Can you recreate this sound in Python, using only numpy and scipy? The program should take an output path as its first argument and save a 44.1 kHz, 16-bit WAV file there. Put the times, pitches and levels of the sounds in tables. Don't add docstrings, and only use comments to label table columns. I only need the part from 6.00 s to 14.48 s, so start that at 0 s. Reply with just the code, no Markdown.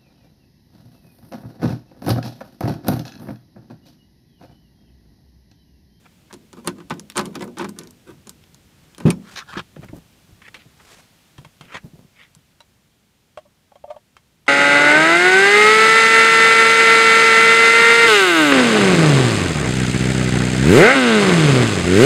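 import sys
import numpy as np
from scipy import signal
from scipy.fft import rfft, irfft
from scipy.io import wavfile
from scipy.ndimage import uniform_filter1d, map_coordinates

SR = 44100
rng = np.random.default_rng(int(sys.argv[2]) if len(sys.argv) > 2 else 0)


def unload_audio(sound):
    columns = np.transpose(np.atleast_2d(sound))
    steps = np.round(np.clip(columns, -1, 1) * 32767)
    wavfile.write(sys.argv[1], SR, steps.astype(np.int16))


N = 373968
TOP_HZ = 15400


def undb(db):
    return 10 ** (np.asarray(db) / 20)


def clock(seconds):
    return np.arange(int(seconds * SR)) / SR


def unit(x):
    return x / np.sqrt(np.sum(x ** 2) + 1e-18)


def level(x, db, size=220):
    loudest = uniform_filter1d(x ** 2, size).max()
    return x * undb(db) / np.sqrt(loudest + 1e-18)


def add(track, s, x):
    i = max(int(s * SR), 0)
    track[i:i + len(x)] += x[:max(N - i, 0)]


def colour(x, points, size=4096):
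    hz, db = np.transpose(points)
    f = np.maximum(np.arange(size // 2 + 1) * SR / size, 1)
    gain_db = np.interp(np.log(f), np.log(hz), db)
    cepstrum = irfft(np.log(undb(gain_db)))
    cepstrum[1:size // 2] *= 2
    cepstrum[size // 2 + 1:] = 0
    response = irfft(np.exp(rfft(cepstrum)))
    return signal.fftconvolve(x, response)[:len(x)]


def high_pass(x, hz):
    return signal.sosfilt(signal.butter(3, hz, "high", fs=SR, output="sos"), x)


def fade(t, t60):
    return np.exp(-np.log(1000) * t / t60)


def burst(t, crack_t60, tail_t60, tail_db):
    crack = unit(rng.standard_normal(len(t)) * fade(t, crack_t60))
    tail = unit(rng.standard_normal(len(t)) * fade(t, tail_t60))
    return crack + undb(tail_db) * tail


def ring(t, modes, patchy_db, detune=0):
    hz, db, t60 = np.transpose(modes)[:, :, None]
    weight, shift = rng.standard_normal((2, len(modes), 1))
    sign = (-1) ** np.arange(len(modes))[:, None]
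    strength = sign * undb(db + patchy_db * weight)
    swing = np.sin(2 * np.pi * hz * (1 + detune * shift) * t)
    return unit(np.sum(strength * fade(t, t60) * swing, axis=0))


def push(x, ms):
    t = clock(max(ms, .2) / 1000)
    return signal.fftconvolve(x, np.sin(np.pi * t / t[-1]))[:len(x)]


def friction(rise, fall, slips_per_s, slip_db, judder_db):
    t = clock(2 * (rise + fall)) - 2 * rise
    swell = 10 ** -(np.abs(t / np.where(t < 0, rise, fall)) ** 1.6)
    slips = (rng.random(len(t)) < slips_per_s / SR) * rng.standard_normal(len(t))
    grips = np.arange(t[0], t[-1], .005)
    judder = undb(judder_db * np.interp(t, grips, rng.uniform(-1, 1, len(grips))))
    hiss = unit(rng.standard_normal(len(t)))
    return swell * judder * (hiss + undb(slip_db) * unit(slips))


def wander(x, share=.1, every_s=.018):
    turns = np.arange(0, len(x), every_s * SR)
    speed = 1 + share * np.interp(np.arange(len(x)), turns, rng.uniform(-0.84, 1, len(turns)))
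    return map_coordinates(x, [np.cumsum(speed / speed.mean())])


# frequency in Hz, gain in dB.
AIR_TINT = [(15, -54), (25, -15), (64, -5.5), (173, -5), (227, -9), (445, -19), (1110, -26), (3090, -25.5),
            (15500, -36.5)]
# time in seconds, low rumble in dB, hiss in dB.
AMBIENCE_LEVELS = [(0, -56.5, -61.5), (4.1, -55, -58.5), (5.3, -60.5, -58.5), (7.0, -63.5, -65)]


def air():
    s, low_db, hiss_db = np.transpose(AMBIENCE_LEVELS)
    noise = colour(rng.standard_normal(N), AIR_TINT)
    low = signal.sosfiltfilt(signal.butter(2, 500, fs=SR, output="sos"), noise)
    hiss = noise - low
    t = np.arange(N) / SR
    rumble = low / low.std() * undb(np.interp(t, s, low_db))
    return rumble + hiss / hiss.std() * undb(np.interp(t, s, hiss_db))


# frequency in Hz, gain in dB.
SHUFFLE_TINT = [(30, -4.5), (70, -7), (170, 1.5), (330, -8.5), (550, -14), (2500, -38)]
# peak in seconds, length in seconds, level in dB.
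SHUFFLE_STROKES = [(2.115, 0.11, -46.5), (3.552, 0.11, -44), (3.829, 0.2, -39.5), (3.968, 0.07, -39.5),
                   (4.307, 0.081, -54), (5.412, 0.089, -48), (5.656, .14, -47.5), (5.863, 0.11, -40),
                   (5.992, 0.19, -43.5)]


def shuffles():
    out = np.zeros(N)
    for s, length, db in SHUFFLE_STROKES:
        slide = friction(length / 2, length / 2, slips_per_s=98, slip_db=-0.5, judder_db=2.5)
        add(out, s - length, level(colour(slide, SHUFFLE_TINT), db, size=600))
    return out


# frequency in Hz, level in dB, 60 dB decay in seconds.
FLOOR_MODES = [(120, -1, 0.09), (161.4, -0.5, 0.088), (322.7, -2.5, 0.091), (494, -2, 0.077),
               (718, -6.5, 0.08)]
# frequency in Hz, gain in dB.
THUD_TINT = [(25, -12), (140, 2), (300, -6), (700, 3), (1200, -2.5), (4000, -78)]
# start in seconds, level in dB, contact in ms.
THUD_BLOWS = [(3.567, -24, 2.77), (3.588, -31, 2.1), (3.764, -34.5, 1.33), (3.788, -31.5, 3.53),
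              (3.83, -39, 1.3), (3.891, -36, 2.1), (3.929, -29, 1.34), (4.32, -41, 10), (4.653, -44.5, 2.7),
              (5.382, -36.5, 2.6), (5.456, -42, 3.8), (5.607, -39.5, 3.3), (5.842, -33.5, 3.3),
              (5.932, -39.5, 3.2), (6.045, -44, 2.8), (6.363, -46, 4.6)]


def thuds():
    out, t = np.zeros(N), clock(.3)
    for s, db, ms in THUD_BLOWS:
        give = 1 - np.exp(-t / 0.0035)
        padding = unit(colour(give * burst(t, 0.046, 0.33, -23.0), THUD_TINT))
        floor = ring(t, FLOOR_MODES, patchy_db=4.5, detune=0.071)
        add(out, s, level(push(floor + undb(-0.5) * padding, ms), db, size=300))
    return out


CREAK_HZ, CREAK_JITTER = 600.5, 0.086


def creak(seconds, count):
    gaps = (1 + CREAK_JITTER * rng.standard_normal(count)) / CREAK_HZ
    times = np.cumsum(gaps) - gaps[0]
    strength = np.exp(-(times / seconds) ** 4)
    return np.bincount(np.abs(times * SR).astype(int), strength)


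# frequency in Hz, level in dB, 60 dB decay in seconds.
TRIM_MODES = [(593.5, 5.5, 0.047), (702, -2.5, 0.091), (807, 4, 0.03), (940, 2.5, 0.062),
              (1114, -5.5, 0.055)]
# frequency in Hz, level in dB, 60 dB decay in seconds.
EDGE_MODES = [(2194, -3.5, 0.098), (2746, 1, 0.04), (3235, 3.5, 0.048)]
# frequency in Hz, gain in dB.
EDGE_TINT = [(300, -8.5), (750, 0.5), (1020, 5), (1700, -1), (2300, -5), (3200, -5), (4000, -9.5),
             (5200, -13), (9000, -16.5), (15000, -36)]
# start in seconds, hollow ring in dB, clatter in dB, drag in ms.
TRIM_KNOCKS = [(5.38, -51, -42, 3), (5.448, -44.5, -38.5, 1.5), (5.61, -50, -36, 1.1),
               (6.604, -47, -48, 2.6), (7.3735, -30, -37, 2.2), (7.385, -37, -49.5, 3.4),
               (7.451, -52.5, -69, 13), (7.719, -45.5, -59, 2.2), (7.756, -43, -50.5, 2),
               (7.84, -30, -54.5, 2.5), (7.877, -40, -64, 19), (7.901, -27, -44, 12.2),
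               (7.942, -48, -68, 9.2), (7.962, -35.5, -52.5, 5.4), (8.167, -66, -38, 1.05),
               (8.465, -58, -41.5, 5)]


def knocks():
    out, t = np.zeros(N), clock(.12)
    for s, hollow_db, clatter_db, drag_ms in TRIM_KNOCKS:
        slips = creak(drag_ms / 1000, count=16)
        hollow = signal.fftconvolve(slips, ring(t, TRIM_MODES, patchy_db=4, detune=0.024))
        add(out, s, level(hollow, hollow_db))
        chatter = signal.fftconvolve(slips, fade(t, 0.015) + undb(-5) * fade(t, 0.083))
        clatter = unit(colour(chatter * rng.standard_normal(len(chatter)), EDGE_TINT))
        edge = unit(signal.fftconvolve(slips, ring(t, EDGE_MODES, patchy_db=-3.5, detune=0.024)))
        add(out, s, level(clatter + undb(-5.5) * edge, clatter_db, size=130))
    return out


# frequency in Hz, level in dB, 60 dB decay in seconds.
CLINK_MODES = [(3920, 1, 0.051), (4064, -9.5, .1), (5770, -10.5, 0.062)]
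# start in seconds, level in dB.
KEY_CLINKS = [(6.6051, -46), (6.618, -54)]


def clinks():
    out, t = np.zeros(N), clock(.12)
    for s, db in KEY_CLINKS:
        modes = ring(t, CLINK_MODES, patchy_db=0.0)
        click = unit(colour(burst(t, 0.008, 0.04, -14), STEEL_TINT))
        add(out, s, level(modes + undb(-9) * click, db, size=130))
    return out


# frequency in Hz, gain in dB.
SWISH_TINT = [(150, -2.5), (500, -1.5), (1500, -2), (3500, -6), (8000, -10.5), (15000, -24.5)]
# peak in seconds, length in seconds, level in dB.
SWISH_STROKES = [(2.907, 0.68, -60.5), (3.329, 0.22, -45.5), (4.934, .38, -47)]


def swishes():
    out = np.zeros(N)
    for s, length, db in SWISH_STROKES:
        rise = 0.55 * length
        slide = friction(rise, length - rise, slips_per_s=1100, slip_db=-19.5, judder_db=5)
        add(out, s - 2 * rise, level(colour(slide, SWISH_TINT), db, size=1500))
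    return out


# multiple of its pitch, gain in dB.
CLOTH_RASP = [(.15, -7.5), (.45, -5.5), (.9, 2), (1.05, 1), (1.5, -3.5), (2.1, -13.5), (4.5, -24), (9, -47)]
# peak in seconds, length in seconds, level in dB, pitch in Hz.
CLOTH_RUBS = [(0.062, 0.038, -48.5, 1470), (0.31, 0.017, -43.5, 1440), (3.838, 0.043, -44, 1460),
              (4.458, 0.061, -43.5, 2280), (4.484, 0.019, -39, 2000), (4.559, 0.051, -46.5, 2130),
              (4.607, 0.085, -50, 2400), (4.802, 0.033, -48.5, 1090), (5.645, .1, -51, 2420),
              (5.728, 0.11, -38, 1880), (5.753, 0.046, -29, 1700), (6.216, 0.14, -44.5, 2180)]


def rubs():
    out, t = np.zeros(N), clock(.1)
    for s, length, db, hz in CLOTH_RUBS:
        rise = .52 * length
        slide = friction(rise, length - rise, slips_per_s=770, slip_db=1.5, judder_db=-3)
        fold = colour(burst(t, 0.0087, 0.04, -5), np.array(CLOTH_RASP) * [hz, 1])
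        add(out, s - 2 * rise, level(wander(signal.fftconvolve(slide, fold)), db, size=300))
    return out


# start in seconds, level in dB, pitch in Hz.
CLOTH_SNAGS = [(3.762, -44.5, 1650), (3.885, -44, 1490), (4.418, -43, 2040), (4.5436, -33, 2440),
               (5.769, -30, 1800)]


def snags():
    out, t = np.zeros(N), clock(.1)
    for s, db, hz in CLOTH_SNAGS:
        snap = rng.standard_normal(len(t)) * fade(t, 0.064)
        add(out, s, level(colour(snap, np.array(CLOTH_RASP) * [hz, 1]), db, size=130))
    return out


# multiple of its pitch, gain in dB.
KEY_TICK = [(.15, -26), (.5, -4), (1.05, 3.5), (1.6, -11.5), (3, -13.5)]
# start in seconds, level in dB, pitch in Hz.
KEY_TOUCHES = [(0.94, -41, 4770), (0.996, -27, 6460), (1.1, -28.5, 3530), (1.121, -37.5, 3850),
               (1.355, -27.5, 4600), (1.395, -39, 5100), (1.422, -32.5, 5040), (1.442, -37, 10500),
               (1.6926, -32.5, 8100), (1.813, -41, 3460), (1.835, -38, 6500), (1.873, -38, 5800),
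               (1.9082, -38.5, 8300), (2.294, -28, 7400), (2.439, -44, 3320), (2.5453, -39, 6340),
               (2.948, -39.5, 3120), (6.35, -41, 7200)]


def keys():
    out, t = np.zeros(N), clock(.1)
    for s, db, hz in KEY_TOUCHES:
        overtones = [(hz, 0, .018), (hz * 1.17, -2, .015), (min(hz * 1.55, TOP_HZ), -3, .03)]
        chink = undb(-5) * ring(t, overtones, patchy_db=3)
        tick = unit(colour(burst(t, 0.0044, 0.08, -9), np.array(KEY_TICK) * [hz, 1]))
        clack = undb(-12.5) * frame()[:len(t)]
        add(out, s, level(tick + chink + clack, db, size=60))
    return out


# frequency in Hz, level in dB, 60 dB decay in seconds.
STAY_MODES = [(1100, -0.5, 0.015), (1380, 1, 0.015), (1693, -2, 0.017), (2490, -10, .016),
              (3300, -10, .012), (4160, -15, 0.0083)]
# frequency in Hz, gain in dB.
STAY_TINT = [(300, -10.5), (1000, 5), (4400, 0.5), (8000, -12.5), (15000, -33)]


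def stay_slip(hiss_db):
    t = clock(.06)
    hiss = unit(colour(burst(t, 0.0033, 0.07, -8.5), STAY_TINT))
    return ring(t, STAY_MODES, patchy_db=1.5, detune=0.035) + undb(hiss_db) * hiss


# peak in seconds, length in seconds, level in dB,
# hiss against the ring in dB.
STAY_SCRAPES = [(3.287, .14, -48, -8), (3.38, .06, -30, 7), (3.41, .08, -39, -11), (3.506, .09, -38.5, -7),
                (3.534, .025, -35, -4.5), (3.561, 0.041, -32, -11), (3.587, 0.055, -28.5, -1)]
# start in seconds, level in dB.
STAY_JERKS = [(3.362, -32), (3.5391, -30), (3.573, -25.5), (3.599, -28)]


def stay():
    out = np.zeros(N)
    for s, length, db, hiss_db in STAY_SCRAPES:
        slide = friction(length / 2, length / 2, slips_per_s=900, slip_db=4.5, judder_db=1)
        add(out, s - length, level(signal.fftconvolve(slide, stay_slip(hiss_db)), db, size=400))
    for s, db in STAY_JERKS:
        add(out, s, level(stay_slip(hiss_db=-10), db, size=130))
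    return out


# frequency in Hz, level in dB, 60 dB decay in seconds.
PANEL_MODES = [(52.2, -20, 0.4), (100.3, -8, 0.5), (129.2, -8, 0.27), (152, -1.5, 0.19),
               (175.2, -0.5, 0.34), (205.3, -5, 0.46), (242.6, -6, 0.42), (272, -12.5, 0.15),
               (286.5, -6.5, 0.32), (353.5, 3.5, 0.16), (400, -4.5, 0.077), (458, -13, 0.11),
               (570, -23, 0.11)]
# frequency in Hz, gain in dB.
PANEL_TINT = [(50, -20), (110, -15), (170, 3), (350, 0), (550, -9), (800, -18), (2000, -46)]


def panel():
    t = clock(.45)
    skin = high_pass(ring(t, PANEL_MODES, patchy_db=3.5, detune=0.0094), hz=127)
    return skin + undb(-2.5) * unit(colour(burst(t, 0.11, 0.54, -4.5), PANEL_TINT))


# start in seconds, level in dB, swing of the panel in Hz.
THUMP_JERKS = [(3.0519, -4.5, 153), (3.0675, -7, 226), (3.0852, -11, 176)]


def door():
    out, t = np.zeros(N), clock(.9)
    for s, db, hz in THUMP_JERKS:
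        build = 1 - np.exp(-2 * hz * t)
        bulge = unit(np.sin(2 * np.pi * hz * t) * fade(t, 0.052) * build)
        modes = undb(-9.0) * ring(t, PANEL_MODES, patchy_db=1.0)
        shudder = undb(-4.5) * unit(colour(burst(t, 0.093, 0.46, -23.5), PANEL_TINT))
        add(out, s, level(push(bulge + modes + shudder, ms=0.83), db, size=300))
    return out


# frequency in Hz, level in dB, 60 dB decay in seconds.
FRAME_MODES = [(560, -1, 0.06), (841, -5.5, 0.1), (934, 2, 0.068), (1030.5, -0.5, 0.095), (1199, 5, 0.035),
               (1315, -14, 0.12), (1503, -5, 0.11), (1620, -11.5, 0.064), (2340, -10, 0.043),
               (2530, -18, 0.026)]
# frequency in Hz, gain in dB.
FRAME_TINT = [(250, -21), (700, -9), (950, 1), (1500, -4.5), (2000, -8.5), (3500, -12.5), (6000, -24),
              (12000, -43)]


def frame():
    t = clock(.2)
    modes = undb(-1) * ring(t, FRAME_MODES, patchy_db=3, detune=.008)
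    return modes + unit(colour(burst(t, 0.033, 0.092, -1.9), FRAME_TINT))


# frequency in Hz, level in dB, 60 dB decay in seconds.
STEEL_MODES = [(4220, -4, 0.067), (5410, -15, 0.15), (6700, -10.5, 0.043), (8260, 7.5, 0.006),
               (9340, 5.5, 0.027), (9270, -11.5, 0.03)]
# frequency in Hz, gain in dB.
STEEL_TINT = [(800, -30), (3000, -0.5), (5500, -1.5), (7300, 0.5), (8700, -13.5), (10500, -3), (12000, -10),
              (15000, -20)]


def steel():
    t = clock(.1)
    parts = ring(t, STEEL_MODES, patchy_db=3, detune=.005)
    return undb(-9.0) * parts + unit(colour(burst(t, 0.0088, 0.09, -11), STEEL_TINT))


# frequency in Hz, level in dB, 60 dB decay in seconds.
STRIKER_MODES = [(1174, -3, 0.054), (2267, 1.5, 0.058), (2492, 2.5, 0.043), (2800, -8.5, 0.055),
                 (3890, -12.5, .03)]
CLAW_S, CLAW_DB = 3.038, -32.5
STRIKER_S, STRIKER_DB = 3.104, -23.5


def striker():
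    out, t = np.zeros(N), clock(.1)
    add(out, STRIKER_S, level(ring(t, STRIKER_MODES, patchy_db=-1.5), STRIKER_DB, size=130))
    claw = friction(0.011, 0.048, slips_per_s=370, slip_db=5, judder_db=3)
    rough = unit(colour(burst(t, 0.0032, 0.032, -8.5), EDGE_TINT))
    bar = ring(t, STRIKER_MODES, patchy_db=5.5) + rough
    add(out, CLAW_S, level(signal.fftconvolve(claw, bar), CLAW_DB, size=400))
    return out


# peak in seconds, length in seconds, force in dB.
GRIND_STROKES = [(0.58, 0.072, -49), (0.668, 0.056, -35.5), (0.782, 0.065, -48.5), (0.965, 0.09, -52.5),
                 (1.182, 0.048, -20.5), (1.258, 0.088, -42.5), (1.347, 0.056, -37.5), (1.414, 0.044, -32.5),
                 (1.466, 0.047, -44), (1.618, 0.072, -37), (1.81, 0.11, -47), (2.09, 0.065, -47.5),
                 (2.275, 0.066, -57.5), (3.02, 0.071, -50), (3.079, 0.047, -34)]
GRIND_RISE_SHARE, GRIND_STEEL_DB = .46, -11
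GRIND_BOOM_DB, GRIND_BOOM_SLOPE = -12, 0.53


def grinds():
    out = np.zeros(N)
    for s, length, db in GRIND_STROKES:
        rise = GRIND_RISE_SHARE * length
        slide = friction(rise, length - rise, slips_per_s=430, slip_db=12.0, judder_db=9.5)
        boom_db = GRIND_BOOM_DB + GRIND_BOOM_SLOPE * db
        for part, part_db in ((steel, db + GRIND_STEEL_DB), (frame, db), (panel, boom_db)):
            add(out, s - 2 * rise, level(signal.fftconvolve(slide, part()), part_db, size=400))
    return out


# start in seconds, clack of the frame in dB,
# steel click above the clack in dB.
LOCK_BLOWS = [(0.328, -40.5, 5.5), (0.339, -47, 10), (0.5298, -43.5, 5), (0.57, -43.5, -12),
              (0.674, -20.5, 1.5), (0.803, -42.5, -13), (0.8988, -40.5, 6.5), (0.9061, -21, -31),
              (1.156, -31, -13.5), (1.1698, -21, 0), (1.178, -17, -2), (1.197, -24, -13), (1.211, -32.5, 1),
              (1.256, -44.5, 13), (1.356, -29.5, -19), (1.396, -50.5, -14), (1.411, -47, -12),
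              (1.421, -37.5, -18), (1.57, -36, -12), (1.576, -36.5, -23), (1.585, -35, 5.5),
              (1.595, -25.5, -17), (1.6, -37, -18), (1.6093, -25, -17), (1.624, -30, -19),
              (1.6443, -28, -7.5), (1.649, -38, -7), (1.6877, -42, 0), (1.788, -46, 18.5),
              (2.271, -47.5, 9.5), (2.9812, -42.5, 4.5), (3.0021, -36, -5), (3.006, -43.5, -20),
              (3.055, -32, -14.5), (3.063, -27, -13), (3.081, -28.5, -12), (3.088, -32.5, -12.5),
              (3.1036, -29, 7.5), (3.107, -29, 6)]
BOUNCE_S, BOUNCE_DB = 0.0047, -7
BLOW_BOOM_DB, BLOW_BOOM_SLOPE = -9.5, 0.73
SPRING_HZ, SPRING_T60_S, SPRING_DB, SPRING_SLOPE = 8810, 0.0093, 16.5, 1.69


def blows():
    out, t = np.zeros(N), clock(.1)
    zing = np.sin(2 * np.pi * SPRING_HZ * t) * fade(t, SPRING_T60_S)
    for s, db, click_db in LOCK_BLOWS:
        for late, loss in ((0, 0), (BOUNCE_S, BOUNCE_DB)):
            add(out, s + late, level(steel(), db + click_db + loss, size=60))
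            add(out, s + late, level(frame(), db + loss, size=130))
        add(out, s, level(panel(), BLOW_BOOM_DB + BLOW_BOOM_SLOPE * db, size=300))
        add(out, s, level(zing, SPRING_DB + SPRING_SLOPE * (db + click_db), size=60))
    return out


def scene():
    cabin = shuffles() + thuds() + knocks() + clinks()
    clothes = swishes() + rubs() + snags()
    lock = striker() + grinds() + blows()
    return (air() + cabin + clothes + keys() + stay() + door() + lock)[None]


def record(dry):
    thin = signal.sosfilt(signal.butter(2, 35, "high", fs=SR, output="sos"), dry)
    rounded = np.tanh(thin)
    return signal.sosfilt(signal.ellip(8, .2, 70, TOP_HZ, fs=SR, output="sos"), rounded)


dry = scene()
out = record(dry)
unload_audio(out)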